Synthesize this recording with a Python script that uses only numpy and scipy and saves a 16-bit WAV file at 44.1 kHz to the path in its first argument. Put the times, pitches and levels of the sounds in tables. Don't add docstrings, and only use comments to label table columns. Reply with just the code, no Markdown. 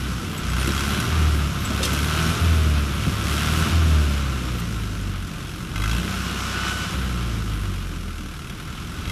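import sys
import numpy as np
from scipy import signal
from scipy.fft import rfft, irfft
from scipy.io import wavfile
from scipy.ndimage import uniform_filter1d

SR = 44100
rng = np.random.default_rng(int(sys.argv[2]) if len(sys.argv) > 2 else 0)


def voltage_ratio(decibels):
    exponent = np.asarray(decibels, float) / 20
    return 10 ** exponent


def dump(signal):
    limited = np.clip(np.atleast_2d(signal).T, -1, 1)
    pcm = np.round(limited * 32767).astype(np.int16)
    wavfile.write(sys.argv[1], SR, pcm)


N = 401751


def level(x):
    return x / np.sqrt(np.mean(x ** 2))


def curves(table, off=None):
    s, *columns = np.transpose(table)
    return [np.interp(np.arange(N) / SR, s, c, off, off) for c in columns]


def colour(x, points):
    size = 8192
    hz, db = np.transpose(points)
    bin_hz = np.arange(size // 2 + 1) * SR / size
    gain_db = np.interp(np.log(bin_hz + 1), np.log(hz), db)
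    cepstrum = irfft(np.log(voltage_ratio(gain_db)))
    cepstrum[1:size // 2] *= 2
    cepstrum[size // 2 + 1:] = 0
    return signal.fftconvolve(x, irfft(np.exp(rfft(cepstrum))))[:N]


def walk(rate):
    hold = int(SR / rate)
    steps = np.repeat(rng.standard_normal(N // hold + 1), hold)
    return 1.045 * uniform_filter1d(uniform_filter1d(steps, hold), hold)[:N]


def add(out, start_s, sound):
    i = int(start_s * SR)
    out[i:i + len(sound)] += sound[:N - i]


def speed():
    # time in seconds, firing rate in Hz.
    turning_points = [(0, 64.6), (.3, 59.2), (.44, 58.2), (1.122, 81), (1.5, 69), (1.882, 69.56),
                      (2.419, 84.5), (2.86, 69.86), (3.199, 68.5), (3.708, 84), (5.25, 44.4), (5.728, 45.2),
                      (5.96, 60.3), (6.07, 63.56), (6.921, 66.5), (8.22, 38), (8.55, 38), (9.11, 47.3)]
    friction_hz, flywheel_s = 8.06, 0.078
    climb = curves(turning_points)[0]
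    log_drag = curves([(s, np.log(hz + friction_hz)) for s, hz in turning_points])[0]
    sag = np.exp(log_drag) - friction_hz
    hz = np.where(np.gradient(climb) < 0, sag, climb)
    return uniform_filter1d(hz, size=int(flywheel_s * SR), mode="nearest")


def rack():
    # start in seconds, fuel afterwards from 0 to 1, travel time in seconds.
    moves = [(.15, 0.35, 0.088), (.38, 0.88, 0.18), (.93, .26, 0.17), (1.08, 0.03, .14), (1.44, 0.2, 0.1),
             (1.64, 0.62, 0.064), (1.86, 0.89, 0.042), (2.31, 0, 0.12), (2.8, 0.15, .15),
             (3.0, 0.54, 0.042), (3.2, 0.94, 0.11), (3.62, 0, 0.13), (5.241, 0.38, .06),
             (5.745, 0.86, .015), (5.985, 0.52, 0.028), (6.78, 0.35, 0.14), (6.92, 0, .04),
             (8.2, 0.09, 0.12), (8.36, 0.34, .1), (9.039, 0.76, .04)]
    t, fuel, last = np.arange(N) / SR, np.zeros(N), 0
    for s, after, travel_s in moves:
        fuel += (after - last) * np.clip((t - s) / travel_s, 0, 1)
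        last = after
    return np.clip(fuel, 0, 1)


def crank(hz):
    # time in seconds, level in dB over a usual strike.
    strikes = [(.549, -8), (.806, 5), (1.0, 8.5), (2.07, -5), (2.325, -10), (5.757, 2.5), (5.818, 3.5),
               (5.837, 4.5), (5.876, 1), (5.912, 4.5), (5.964, 1.5), (5.981, 0.5), (8.18, 4), (8.284, 1),
               (8.390, 2), (8.496, 6), (8.598, 3), (8.822, -1), (9.053, 2), (9.096, 3.5)]
    cylinder_db = [1.0, -.8, .4, -.6]
    strike_s, strike_db = np.transpose(strikes)
    turns = np.cumsum(hz) / SR
    at = turns[(strike_s * SR).astype(int)]
    size_db = 1.2 * rng.standard_normal(N // 400) + np.resize(cylinder_db, N // 400)
    firing = np.round(at[0]) + np.cumsum(np.round(np.diff(at, prepend=at[0])))
    size_db[firing.astype(int)] = strike_db
    nudge = np.interp(np.arange(N) / SR, strike_s, firing - at)
    return turns + nudge, voltage_ratio(size_db)


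def law(octave, fuel, wheelspin, mid_db, oct_db, fuel_db, spin_db, floor_db):
    bite = 1.8
    lug = 0.36
    fuel_part = fuel_db * fuel ** bite * (1 - lug * octave)
    working_db = mid_db + oct_db * octave + fuel_part + spin_db * wheelspin
    return 10 * np.log10(voltage_ratio(working_db) ** 2 + voltage_ratio(floor_db) ** 2)


def stack(hz, fire, pump):
    # firing rate in Hz, first order firing level in dB, its pumping level in dB,
    # second order firing level in dB, its pumping level in dB.
    response = [(38, -31, -29, -34, -38.5), (47, -30.5, -26, -25, -32), (54, -21, -26, -24, -33),
                (65.4, -24.5, -24, -30.5, -34), (68.5, -26, -22, -33, -32), (72.3, -26.5, -18, -33.5, -34),
                (81, -26, -16.5, -25, -30)]
    at_hz, *columns = np.transpose(response)
    fire1, pump1, fire2, pump2 = (voltage_ratio(np.interp(hz, at_hz, db)) for db in columns)
    first = fire1 * fire - pump1 * pump + voltage_ratio(-35.5)
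    second = fire2 * fire ** 1.4 + pump2 * pump + voltage_ratio(-49.5)
    return first * voltage_ratio(1.3 * walk(12)), second * voltage_ratio(1.6 * walk(24))


def exhaust(hz, turns, octave, fuel, fire, pump, wheelspin):
    # multiple of the firing
    # rate, level in dB over the rumble.
    orders = [(0.5, -4), (0.748, -9), (1.25, -7.5), (1.5, -1), (1.75, -9), (2.25, -13.5), (2.5, -10),
              (2.75, -6), (3, -5), (3.5, -7.5), (4, -4.5), (5, -9), (8.2, -18.5)]
    # frequency in Hz, gain in dB.
    pipe = [(25, -4), (45, -3.5), (90, 2), (180, 2.5), (230, -3), (300, -11.5), (650, -0.5)]
    # frequency in Hz, level in dB per Hz.
    rumble = [(18, -31), (35, -19.5), (70, -2), (125, -7), (180, 0.5), (250, -8), (320, -6), (480, -16),
              (620, -18.5), (820, -33), (1100, -24), (2500, -90)]
    # dB at mid speed without fuel, dB per octave of speed, dB for full fuel,
    # dB for spinning wheels, floor in dB.
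    rumble_law = (-35, 7, 1, -8, -44)
    uneven_db = -5.5 * fire - 4.5 * pump + 3.5 * wheelspin + 5 * octave
    whole_db = -0.5 + 8 * octave
    roar_db = -0.5 + fuel + 5.5 * wheelspin + 5.5 * octave
    rumble_db = law(octave, fuel, wheelspin, *rumble_law)

    phase = 2 * np.pi * (turns - .2)
    first, second = stack(hz, fire, pump)
    boom = first * np.sin(phase) + second * np.sin(2 * phase + .6)

    pipe_hz, pipe_db = np.transpose(pipe)
    uneven = 0
    for k, db in orders:
        db = db + np.interp(np.log(k * hz), np.log(pipe_hz), pipe_db)
        db = db + 2.7 * walk(7) + 1.4 * walk(2.44)
        db = db + (uneven_db if k % 1 and k < 4 else whole_db)
        wobble = 2 * np.pi * rng.random() + 0.31 * walk(5)
        uneven = uneven + voltage_ratio(db) * np.sin(k * phase + wobble)

    puffs = (1 + 0.09 * np.cos(phase)) * voltage_ratio(0.93 * walk(9.9))
    gas = level(colour(rng.standard_normal(N) * puffs, rumble))
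    low = signal.sosfiltfilt(signal.butter(2, 305, fs=SR, output="sos"), gas)
    gas = low + voltage_ratio(roar_db) * (gas - low)
    return np.sqrt(2) * (boom + voltage_ratio(rumble_db) * uneven) + voltage_ratio(rumble_db + 2.1) * gas


def knock_share(octave, fire, pump, wheelspin):
    coasting, idling, full_fuel, per_octave = .07, .11, .5, -1.05
    share = idling + (coasting - idling) * pump
    share = share + fire * (full_fuel + per_octave * octave - idling)
    share = share - .2 * np.minimum(octave, 0) * (1 - fire)
    return np.clip(share * (1 - .7 * wheelspin), 0, 1)


def block(turns, size, share, octave, fuel, wheelspin):
    # frequency in Hz, level in dB per Hz.
    clatter = [(400, -55.5), (700, -8.5), (850, -11.5), (1050, -6), (1350, 0.5), (1600, -4.5), (1800, -10),
               (2400, -7.5), (3000, -7), (3700, -10), (4500, -15), (6000, -23), (12000, -54)]
    treble = [(3000, -34), (4500, -5.5), (5300, 2.5), (6500, -1), (8000, -3.5), (10500, -25.5),
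              (15000, -52)]
    fizz = [(6500, -24), (8800, 2), (11000, 4), (12500, -0.5), (13500, -2.5), (16000, -15)]
    # dB at mid speed without fuel, dB per octave of speed, dB for full fuel,
    # dB for spinning wheels, floor in dB.
    block_law = [
        (-36, 13.9, 3.52, 4, -46),
        (-46, 11.6, 5.1, 4.6, -59),
        (-49.5, 12.5, 6, .2, -58),
    ]
    # frequency in Hz, level in dB, time to fall 60 dB in seconds.
    wall_modes = [(1384, 1, 0.025), (1530, -1, 0.078), (2064, 2, 0.032), (2622, 1, 0.036),
                  (3285, -3, 0.067), (3860, -6, 0.05), (5300, -30, 0.013)]
    band_db = [law(octave, fuel, wheelspin, *row) for row in block_law]

    firing, phase = np.divmod(turns, 1)
    strength = size[firing.astype(int)]
    rise, fall = .08, .18
    knock = strength * (1 - np.exp(-phase / rise)) * np.exp(-phase / fall)
    valve = .22 * np.exp(-np.mod(phase + .5, 1) / fall)
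    strikes = np.sqrt(share) * level(knock + valve)
    rattle = 0
    for points, db in zip((clatter, treble, fizz), band_db):
        steady = np.sqrt(1 - share) * voltage_ratio(1.22 * walk(30))
        shake = rng.standard_normal(N) * (strikes + steady)
        rattle = rattle + voltage_ratio(db + 0.16 * walk(12)) * level(colour(shake, points))

    t = np.arange(SR // 20) / SR
    walls = sum(voltage_ratio(db) * 1000 ** (-t / t60) * np.sin(2 * np.pi * hz * t) for hz, db, t60 in wall_modes)
    walls = signal.sosfilt(signal.butter(3, [950, 7000], "bandpass", fs=SR, output="sos"), walls)
    jump = (knock / strength ** .5) ** 2.2 * rng.standard_normal(N)
    ringing = share * level(signal.fftconvolve(jump, walls)[:N])

    hum_phase = 2 * np.pi * 740 * np.arange(N) / SR + 1.95 * walk(6.6)
    panel = voltage_ratio(-33 + 4.4 * walk(5.1)) * np.sin(hum_phase)
    return rattle + voltage_ratio(band_db[0]) * (voltage_ratio(2.5) * ringing + panel)


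def gear():
    # time in seconds, frequency in Hz, level in dB.
    whine = [
        (6.15, 1395, -48),
        (6.3, 1440, -42),
        (6.4, 1438, -53),
        (6.5, 1465, -41),
        (6.65, 1488, -36.5),
        (6.85, 1493, -40),
        (6.92, 1488, -49),
    ]
    hz, db = curves(whine)
    on = uniform_filter1d(curves(whine, off=0)[0] / hz, size=2000)
    phase = 2 * np.pi * np.cumsum(hz * (1 + 0.00105 * walk(13))) / SR
    return np.sqrt(2) * on * voltage_ratio(db) * (np.sin(phase) + voltage_ratio(-4.5) * np.sin(2 * phase))


def ironwork():
    # time in seconds, peak in dB, centre in Hz, time to fall 60 dB in seconds.
    clanks = [
        (.377, -28, 8700, 0.055),
        (.497, -40, 5500, 0.071),
        (.672, -20.5, 4300, 0.06),
        (1.0, -24, 3480, 0.053),
        (1.652, -28, 6990, 0.044),
        (1.828, -17, 2870, 0.23),
        (1.849, -22, 5000, 0.066),
        (1.930, -24, 5750, .07),
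        (4.597, -29, 10000, .05),
        (5.27, -36, 3900, .08),
    ]
    # time in seconds, peak in dB, centre in Hz, time to fall 60 dB in seconds.
    thuds = [
        (1.8, -24, 340, 0.41),
        (1.93, -21, 200, 0.086),
        (2.2, -24, 60, 0.26),
        (3.065, -14, 110.6, 0.058),
        (3.095, -17, 89.55, 0.063),
        (6.95, -24, 85.7, .1),
        (1.70, -19, 193, 0.36),
        (.672, -20.5, 280, 0.087),
    ]
    # time in seconds, peak in dB, frequency in Hz, time to fall 60 dB in seconds.
    pings = [(.377, -38, 7850, 0.099), (.497, -37, 7850, 0.086), (.672, -36, 10300, .04),
             (1.651, -28.5, 7760, 0.11), (1.652, -38, 11700, .04), (1.705, -31, 634, 0.23),
             (1.831, -24, 3670, 0.091), (1.849, -24, 3220, 0.073), (1.851, -28, 5300, 0.059),
             (1.852, -28, 6100, 0.062), (1.829, -33, 4250, .07), (1.83, -31, 5050, 0.059),
             (1.832, -28, 2680, .08), (4.597, -40, 8600, 0.046)]
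    # start in seconds, end in seconds, first Hz, last Hz, level in dB.
    squeaks = [
        (0.321, 0.377, 12940, 12300, -48),
        (.585, .635, 9500, 9580, -40),
        (1.59, 1.65, 12920, 12150, -45),
        (4.57, 4.612, 11910, 11440, -47),
    ]
    out, t = np.zeros(N), np.arange(SR // 2) / SR
    for table, spread in ((clanks, 2.7), (thuds, 1.5)):
        for s, db, hz, t60 in table:
            edges = [hz / spread, min(hz * spread, .45 * SR)]
            band = signal.butter(2, edges, "bandpass", fs=SR, output="sos")
            fade = 1000 ** (-t / t60) * (1 - np.exp(-t / 0.0015))
            burst = signal.sosfilt(band, rng.standard_normal(len(t)) * fade)
            add(out, s, voltage_ratio(db) * burst / np.abs(burst).max())
    for s, db, hz, t60 in pings:
        add(out, s, voltage_ratio(db) * 1000 ** (-t / t60) * np.sin(2 * np.pi * hz * t))
    for s, end, from_hz, to_hz, db in squeaks:
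        u = np.arange(int((end - s) * SR)) / ((end - s) * SR)
        glide_hz = from_hz + (to_hz - from_hz) * u ** 2
        tone = np.sin(2 * np.pi * np.cumsum(glide_hz) / SR)
        add(out, s, voltage_ratio(db) * np.sqrt(np.sin(np.pi * u)) * tone)
    return out


def field(iron):
    t = np.arange(SR // 4) / SR
    scatter = rng.standard_normal(len(t)) * 1000 ** (-t / 0.041) * (t > .004)
    scatter = scatter / np.sqrt(np.sum(scatter ** 2))
    return iron + voltage_ratio(-13.0) * signal.fftconvolve(iron, scatter)[:N]


def scene():
    hz, fuel = speed(), rack()
    octave = np.log2(hz / 64)
    even_fuel = 0.44
    fire = np.clip((fuel - even_fuel) / (1 - even_fuel), 0, 1)
    pump = np.clip(1 - fuel / even_fuel, 0, 1)
    wheelspin = np.interp(np.arange(N) / SR, [6, 6.6, 6.84, 6.95], [0, 1, 1, 0])
    turns, size = crank(hz)
    share = knock_share(octave, fire, pump, wheelspin)
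    gas = exhaust(hz, turns, octave, fuel, fire, pump, wheelspin)
    iron = block(turns, size, share, octave, fuel, wheelspin) + gear() + ironwork()
    return gas[None] + voltage_ratio(1.37) * field(iron)


def band_limit(x):
    return signal.sosfilt(signal.butter(12, 14670, fs=SR, output="sos"), x)


def record(dry):
    thin = signal.sosfilt(signal.butter(2, 28, "highpass", fs=SR, output="sos"), dry)
    below_top = np.arange(N // 2 + 1) * SR / N < 14260
    thin = irfft(rfft(thin) * below_top, N)
    return band_limit(thin)


dry = scene()
out = record(dry)
dump(out)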